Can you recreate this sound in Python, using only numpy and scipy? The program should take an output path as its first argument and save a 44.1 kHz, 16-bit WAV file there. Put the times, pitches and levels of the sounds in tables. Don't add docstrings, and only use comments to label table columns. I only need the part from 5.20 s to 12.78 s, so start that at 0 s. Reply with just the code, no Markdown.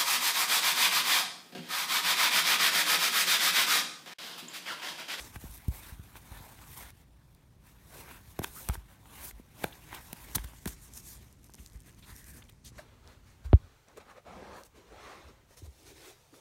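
import sys
import numpy as np
from scipy import signal
from scipy.fft import rfft, irfft
from scipy.io import wavfile
from scipy.ndimage import uniform_filter1d

SR = 44100
rng = np.random.default_rng(int(sys.argv[2]) if len(sys.argv) > 2 else 0)


def dump_mix(stems):
    frames = np.atleast_2d(stems).T
    limited = np.clip(frames, -1, 1)
    pcm = np.round(limited * 32767).astype(np.int16)
    wavfile.write(sys.argv[1], SR, pcm)


N = 334347
T = np.arange(N) / SR
GENTLE_DB = -60.5

# fastest moment t/s, speeding up/s, braking/s, rustle level/dB, hiss level/dB
CLOTH_STROKES = [(.01, .05, 0.13, -50, -49.5), (.145, .02, .03, -53, -51), (.22, 0.033, 0.18, -55.5, -51.5),
                 (.36, 0.063, 0.033, -61, -48), (.555, 0.05, .07, -53.5, -46.5),
                 (.68, 0.17, 0.083, -53, -51.5), (1.17, .08, 0.15, -53.5, -55), (1.3, 0.035, .03, -61, -59),
                 (1.58, 0.075, 0.072, -55, -45), (1.625, .03, 0.087, -50.5, -55),
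                 (1.8, 0.063, 0.053, -64.5, -65), (2.12, .07, 0.044, -76, -71),
                 (2.47, 0.027, .08, -62, -58), (2.765, .045, 0.081, -53.5, -49.5),
                 (2.91, 0.13, 0.12, -51.5, -55.5), (3.11, 0.043, 0.032, -61, -55),
                 (3.26, 0.054, 0.04, -51, -49), (3.38, 0.072, 0.15, -56.5, -44.5),
                 (3.54, 0.069, 0.033, -52, -51.5), (3.72, 0.055, 0.074, -61, -63.5),
                 (3.97, 0.081, 0.093, -53, -52.5), (4.06, 0.051, .058, -50.5, -40),
                 (4.19, 0.028, .03, -63.5, -63), (4.43, 0.051, 0.076, -49.5, -49.5),
                 (4.75, 0.042, 0.066, -46, -57), (4.85, 0.058, .1, -69, -56),
                 (5.02, 0.037, 0.064, -57, -52.5), (5.135, 0.027, .03, -61, -55),
                 (5.39, 0.065, 0.097, -71, -59), (5.489, 0.019, 0.074, -55, -46.5),
                 (5.635, 0.021, 0.063, -68, -51), (5.775, 0.031, 0.044, -57, -44),
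                 (5.889, 0.052, 0.094, -59, -45), (6.255, 0.028, 0.091, -67, -63),
                 (6.39, 0.02, 0.12, -63, -57), (6.55, .02, 0.032, -61.5, -61),
                 (6.68, .025, 0.038, -57.5, -57.5), (6.79, 0.012, .016, -56, -57.5),
                 (6.905, 0.053, 0.033, -51.5, -52.5), (6.98, 0.04, 0.062, -59, -52.5),
                 (7.084, 0.025, 0.043, -57.5, -48.5), (7.17, 0.043, 0.043, -58.5, -53.5),
                 (7.47, 0.018, 0.04, -57.5, -50), (7.57, 0.045, .05, -57, -65)]
# t/s, level/dB
SLOW_CREEP = [(0, -64), (.9, -59.5), (1.45, -56.5), (1.69, -55.5), (1.73, -72), (2.4, -72.5), (2.72, -60),
              (3.15, -63.5), (3.5, -58), (3.65, -68), (4.3, -67.5), (4.53, -59), (5.12, -56.5), (5.4, -63),
              (6.03, -60.5), (6.16, -70), (6.76, -67), (7.18, -62), (7.42, -72.5)]
def sliding(build_shape=1.3, brake_shape=0.73, creep_hiss_db=-61, hiss_slope=1.25):
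    creep_db = curve(SLOW_CREEP)
    rustle_power = amp(creep_db) ** 2
    hiss_power = amp(creep_hiss_db + hiss_slope * (creep_db - GENTLE_DB)) ** 2
    for s, build, brake, rustle_db, hiss_db in CLOTH_STROKES:
        near = slice(*np.searchsorted(T, [s - 5 * build, s + brake]))
        t = T[near] - s
        speeding_up = np.exp(-np.abs(t / build) ** build_shape)
        braking = np.clip(1 - t / brake, 0, 1) ** brake_shape
        speed = np.where(t < 0, speeding_up, braking)
        rustle_power[near] += (amp(rustle_db) * speed) ** 2
        hiss_power[near] += (amp(hiss_db) * speed) ** 2
    return 10 * np.log10(rustle_power), 10 * np.log10(hiss_power)


# t/s, place (0 = on the case, 1 = loose cloth beside it)
RUB_PLACE = [(0, 0.065), (.5, 0), (5.0, 0.068), (5.5, 0.94), (7.58, 1)]
# f/Hz, level/dB
CASE_RUSTLE = [(100, -23), (280, 1), (500, -4), (760, 1), (970, 4), (1300, -2.5), (1600, 0), (2300, -2),
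               (3000, -6.5), (3700, -6), (4900, -15), (9000, -16.5)]
LOOSE_RUSTLE = [(100, 6.5), (230, 9.5), (500, 0), (750, -5), (1100, -1), (1400, -5), (1800, -1),
                (2600, -3.5), (3600, -6.5), (4900, -8.5), (9000, -28)]
CASE_HISS = [(1200, -58), (3600, -4.5), (4900, -7), (5600, -4.5), (7500, -5.5), (9000, -0.5), (9900, -1.5),
             (10400, -4.5), (11800, 1.5), (14000, -2.5), (16000, -4.5)]
LOOSE_HISS = [(1200, -37), (3600, -6), (4900, -4), (6100, 4), (7400, 0.5), (9300, 1), (10400, -5),
              (11800, -2.5), (13500, -7), (16000, -16)]
# t/s, tilt/dB
BRIGHTNESS = [(0, -8), (.14, -0.5), (4.1, .5), (4.6, -0.5), (7.2, 4), (7.47, -3)]
def rubbing(rustle_level, hiss_level, rustle_trim_db=-2.5, hiss_trim_db=-4.0, tilt_per_db=0.0977):
    grip = wander(rate_hz=47)
    loose = np.clip(curve(RUB_PLACE), 0, 1)
    on_case, off_case = np.sqrt(1 - loose), np.sqrt(loose)
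    coarse = shifting_contact(threads(per_s=1500, spread_db=2.5, click_share=0.36), patchy_db=2.5)
    fine = shifting_contact(threads(per_s=4900, spread_db=4.5, click_share=0.22), patchy_db=2)
    rustle = on_case * colour(coarse, CASE_RUSTLE) + off_case * colour(coarse, LOOSE_RUSTLE)
    hiss = on_case * colour(fine, CASE_HISS) + off_case * colour(fine, LOOSE_HISS)
    dull = signal.sosfiltfilt(signal.butter(2, 10000, fs=SR, output="sos"), hiss)
    tilt = amp(curve(BRIGHTNESS) + tilt_per_db * (hiss_level - GENTLE_DB))
    hiss = dull / tilt + (hiss - dull) * tilt
    rustle *= amp(rustle_level + rustle_trim_db + grip)
    hiss *= amp(hiss_level + hiss_trim_db + 1.45 * grip)
    return rustle + hiss


def threads(per_s, spread_db, click_share):
    size = amp(spread_db * np.minimum(rng.exponential(1, N), 4))
    clicks = size * rng.choice([-1, 1], N) * (rng.random(N) < per_s / SR)
    blur = rng.standard_normal(N)
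    return np.sqrt(click_share) * unit(clicks) + np.sqrt(1 - click_share) * blur


def shifting_contact(x, patchy_db):
    frames = dict(nperseg=512, noverlap=384)
    spectrum = signal.stft(x, **frames)[2]
    patches = uniform_filter1d(rng.standard_normal(spectrum.shape), size=7, axis=0)
    patches = uniform_filter1d(patches, size=18, axis=1)
    spectrum *= amp(patchy_db * unit(patches))
    return unit(signal.istft(spectrum, **frames)[1][:N])


# t/s, level/dB, build-up/s, fall/s, rustle compared with hiss/dB
FOLD_SNAPS = [(.161, -53.5, 0.0061, 0.0057, 8.5), (.484, -43, .002, 0.0024, -12),
              (.970, -51.5, 0.011, 0.011, 2), (1.7048, -44.5, 0.00078, 0.00073, -1),
              (2.149, -53.5, 0.00066, 0.0011, -16), (3.1924, -34.5, 0.0014, 0.00072, -3.5),
              (3.245, -32, 0.0079, 0.00094, -3.5), (3.4887, -19.5, 0.00031, 0.00053, -8.5),
              (3.546, -41.5, 0.0091, 0.0054, -6), (4.112, -48.5, 0.0023, 0.001, 3.5),
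              (4.443, -33.5, 0.0037, 0.0012, 5), (4.748, -42, 0.0036, 0.007, -7),
              (4.9303, -30.5, 0.0008, 0.0013, -6), (5.1494, -32.5, 0.00065, 0.009, -3.5),
              (5.1577, -21.5, 0.0032, 0.0027, -23), (5.245, -44.5, 0.0049, 0.0031, -0.5),
              (5.4578, -33.5, 0.00064, 0.0014, 1.5), (5.477, -34.5, 0.0034, 0.0066, -6.5),
              (7.296, -54, .002, .004, -3), (7.448, -52, .0005, .01, -17)]
def fold_snaps(reach_s=0.08):
    hiss, rustle, out = noise(CASE_HISS), noise(CASE_RUSTLE), np.zeros(N)
    for s, db, rise, fall, rustle_db in FOLD_SNAPS:
        near = slice(max(int((s - reach_s) * SR), 0), int((s + reach_s) * SR))
        t = T[near] - s
        swell = np.exp(-np.abs(t) / np.where(t < 0, rise, fall))
        out[near] += amp(db) * swell * (hiss[near] + amp(rustle_db) * rustle[near])
    return out


# t/s, level/dB
SINGLE_TICKS = [(5.737, -36), (5.7767, -34), (6.127, -47.5), (6.243, -48), (6.3376, -39), (6.344, -43),
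                (6.352, -43), (6.462, -38), (6.604, -46), (6.9636, -37.5), (7.043, -43)]
# start t/s, end t/s, rate/Hz, level/dB, place (1 = on the case, 0 = loose cloth)
TICK_RUNS = [(0.304, 0.391, 92, -42.5, 1), (6.222, 6.75, 69, -54, 0), (6.78, 7.335, 77, -58.5, 0)]
def weave_ticks(fade_s=0.00071, jitter=0.43, spread_db=2.0):
    loose, case = np.zeros((2, N))
    tick = np.exp(-T[:400] / fade_s)
    for s, db in SINGLE_TICKS:
        add(loose, s, amp(db) * tick)
    for start, end, rate, db, on_case in TICK_RUNS:
        gaps, softness = rng.standard_normal((100, 2)).T
        times = start + np.cumsum(np.exp(jitter * gaps)) / rate
        for s, softer in zip(times[times < end], softness):
            add(case if on_case else loose, s, amp(db - spread_db * softer) * tick)
    return loose * noise(LOOSE_HISS) + case * noise(CASE_HISS)


# t/s, length/s, start f/Hz, end f/Hz, band width/Hz, level/dB
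# the one at 2.707 s is a low, hollow colour in the rubbing that glides downward
# the one at 6.849 s is breath-like, near 1.8 kHz, and sinks slightly
GLIDING_BANDS = [(2.707, 0.2, 561, 349, 260, -60), (3.355, 0.052, 1313, 1420, 260, -54.5),
                 (3.881, 0.24, 1042, 953, 321, -62), (4.524, 0.011, 3110, 3560, 900, -51),
                 (4.735, 0.046, 3130, 3190, 600, -55.5), (5.15, 0.011, 3950, 3880, 990, -37.5),
                 (6.381, 0.018, 2310, 2600, 1400, -62), (6.821, 0.034, 3100, 3270, 1847, -59.5),
                 (6.849, .42, 1944, 1590, 360, -64.5), (7.221, 0.0086, 2240, 3200, 1500, -54),
                 (7.288, 0.014, 2630, 3800, 1200, -60), (7.442, 0.056, 4300, 3730, 2000, -59)]
def gliding_bands(fade_db=6):
    out = np.zeros(N)
    for s, length, start_hz, end_hz, width_hz, db in GLIDING_BANDS:
        n = int(length * SR)
        white = rng.standard_normal((SR, 2)) @ [1, 1j]
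        fuzz = signal.lfilter(*signal.butter(2, width_hz / 2, fs=SR), white)[-n:]
        glide = np.exp(2j * np.pi * np.cumsum(np.linspace(start_hz, end_hz, n)) / SR)
        band = (fuzz * glide).real * amp(np.linspace(0, -fade_db, n))
        add(out, s, amp(db) * unit(band) * signal.windows.tukey(n, 0.3))
    return out


# t/s, peak level/dB, hardness as the f/Hz where the highs start to drop
FINGER_TAPS = [(.160, -30, 1490), (0.956, -34, 1520), (1.39, -39, 2500), (1.44, -42, 2500),
               (2.912, -35, 1500), (3.1904, -27, 1200), (3.193, -28, 600), (3.2178, -29, 500),
               (3.2445, -16.5, 3000), (3.498, -22.5, 1410), (3.554, -29, 1370), (3.857, -43, 2016),
               (4.4415, -25, 2500), (4.4426, -17.5, 1210), (4.729, -28.5, 1315), (5.154, -34, 1200),
               (5.159, -28.5, 890), (5.1828, -24, 2500), (5.335, -42, 900), (5.465, -34, 1500),
               (6.296, -44, 700), (6.345, -45, 700)]
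# f/Hz, level/dB, time to fade by 60 dB/s
CASE_NOTES = [(331, -4.5, 0.016), (926, 2.5, 0.01), (1530, 3, 0.01), (2220, 3, 0.0086), (3220, 7, 0.0059)]
def finger_taps(pitch_scatter=0.075):
    out, t = np.zeros(N), T[:SR // 20]
    for s, db, hardness_hz in FINGER_TAPS:
        detunes = 1 + pitch_scatter * rng.standard_normal(len(CASE_NOTES))
        ring = sum(amp(level - 60 * t / fade_s) * np.cos(2 * np.pi * hz * detune * t)
                   for (hz, level, fade_s), detune in zip(CASE_NOTES, detunes))
        ring = signal.lfilter(*signal.butter(2, hardness_hz, fs=SR), ring)
        add(out, s, amp(db) * ring / np.abs(ring).max())
    return out


# t/s, level/dB, start f/Hz
HAND_BUMPS = [(0.161, -32, 153.4), (0.24, -33.5, 307), (0.249, -36.5, 80), (0.293, -38, 90),
              (0.4823, -16.5, 125), (0.723, -33, 101), (0.795, -33, 142), (1.115, -36, 101),
              (1.205, -41, 150), (3.191, -25.5, 510), (3.1951, -24, 192), (3.494, -18.5, 105),
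              (3.574, -33, 90), (4.134, -38.5, 70), (4.198, -38.5, 350), (4.442, -19.5, 550),
              (4.4451, -29.5, 231), (4.93, -32.5, 306), (5.159, -27, 160), (5.168, -28, 336),
              (5.189, -32.5, 62), (5.244, -31, 90), (5.4612, -23, 300), (5.469, -28.5, 110),
              (6.398, -39.5, 110), (6.552, -35.5, 85.5), (6.92, -41, 100), (7.09, -42, 120),
              (7.519, -43, 220)]
def hand_bumps(rest_hz=52, sag_s=0.0071, rise_cycles=0.18, fade_cycles=1.54, rock_db=-22, rock_s=0.038):
    out, t = np.zeros(N), T[:SR // 4]
    for s, db, start_hz in HAND_BUMPS:
        hz = rest_hz + (start_hz - rest_hz) * np.exp(-t / sag_s)
        cycles = np.cumsum(hz) / SR
        press = 1 - np.exp(-(cycles / rise_cycles) ** 2)
        thud = np.exp(-t * start_hz / fade_cycles)
        rocking = amp(rock_db) * rest_hz / start_hz * np.exp(-t / rock_s)
        add(out, s, amp(db) * np.sin(2 * np.pi * cycles) * press * (thud + rocking))
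    return out


# f/Hz, level/dB
RUMBLE_TONE = [(15, -27), (30, -11), (55, 7), (80, -1.5), (120, -4), (260, -13), (340, -18), (600, -32.5),
               (1500, -48.5)]
def hand_rumble(rustle_level, base_db=-57.5, follow=0.33, smooth_s=0.15, loose_boost_db=1.5):
    effort_db = uniform_filter1d(rustle_level, int(smooth_s * SR)) - GENTLE_DB
    return amp(base_db + follow * effort_db + loose_boost_db * curve(RUB_PLACE)) * noise(RUMBLE_TONE)


def room_echo(x, fade_s=0.34, echo_db=-23, dull_hz=3500):
    t = T[:SR // 2]
    tail = rng.standard_normal(len(t)) * amp(-60 * t / fade_s) * (t > 0.004)
    tail = signal.lfilter(*signal.butter(1, dull_hz, fs=SR), tail)
    return x + amp(echo_db) * signal.fftconvolve(x, tail / np.linalg.norm(tail))[:N]


# f/Hz, level/dB
ROOM_TONE = [(20, -16), (58, 2.5), (85, -2.5), (120, 2.5), (250, -12.5), (500, -18.5), (1000, -21.5),
             (2500, -36), (5000, -32), (9000, -40.5), (16000, -66)]
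def still_room(level_db=-63):
    return amp(level_db) * noise(ROOM_TONE)


def amp(db):
    return 10 ** (np.asarray(db) / 20)


def unit(x):
    return x / np.sqrt(np.mean(x ** 2) + 1e-20)


def curve(rows):
    return np.interp(T, *np.transpose(rows))


def add(mix, s, sound):
    part = mix[max(round(s * SR), 0):][:len(sound)]
    part += sound[:len(part)]


def colour(x, tone):
    hz, db = np.transpose(tone)
    f = np.fft.rfftfreq(N, 1 / SR)
    gain = amp(np.interp(np.log(f + 1), np.log(hz), db))
    return unit(irfft(rfft(x) * gain, N))


def noise(tone):
    return colour(rng.standard_normal(N), tone)


def wander(rate_hz):
    f = np.fft.rfftfreq(N, 1 / SR)
    return unit(irfft(rfft(rng.standard_normal(N)) / (1 + (f / rate_hz) ** 2), N))


def scene():
    rustle_level, hiss_level = sliding()
    knocks = room_echo(fold_snaps() + finger_taps() + hand_bumps())
    cloth = rubbing(rustle_level, hiss_level) + weave_ticks()
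    return (cloth + gliding_bands() + knocks + hand_rumble(rustle_level) + still_room())[None]


def record(dry, low_cut_hz=22, high_cut_hz=16000):
    x = signal.lfilter(*signal.butter(1, low_cut_hz, "high", fs=SR), dry)
    high_cut = signal.firwin(511, high_cut_hz, window=("kaiser", 9), fs=SR)
    return signal.oaconvolve(x, high_cut[None], "same")


dry = scene()
out = record(dry)
dump_mix(out)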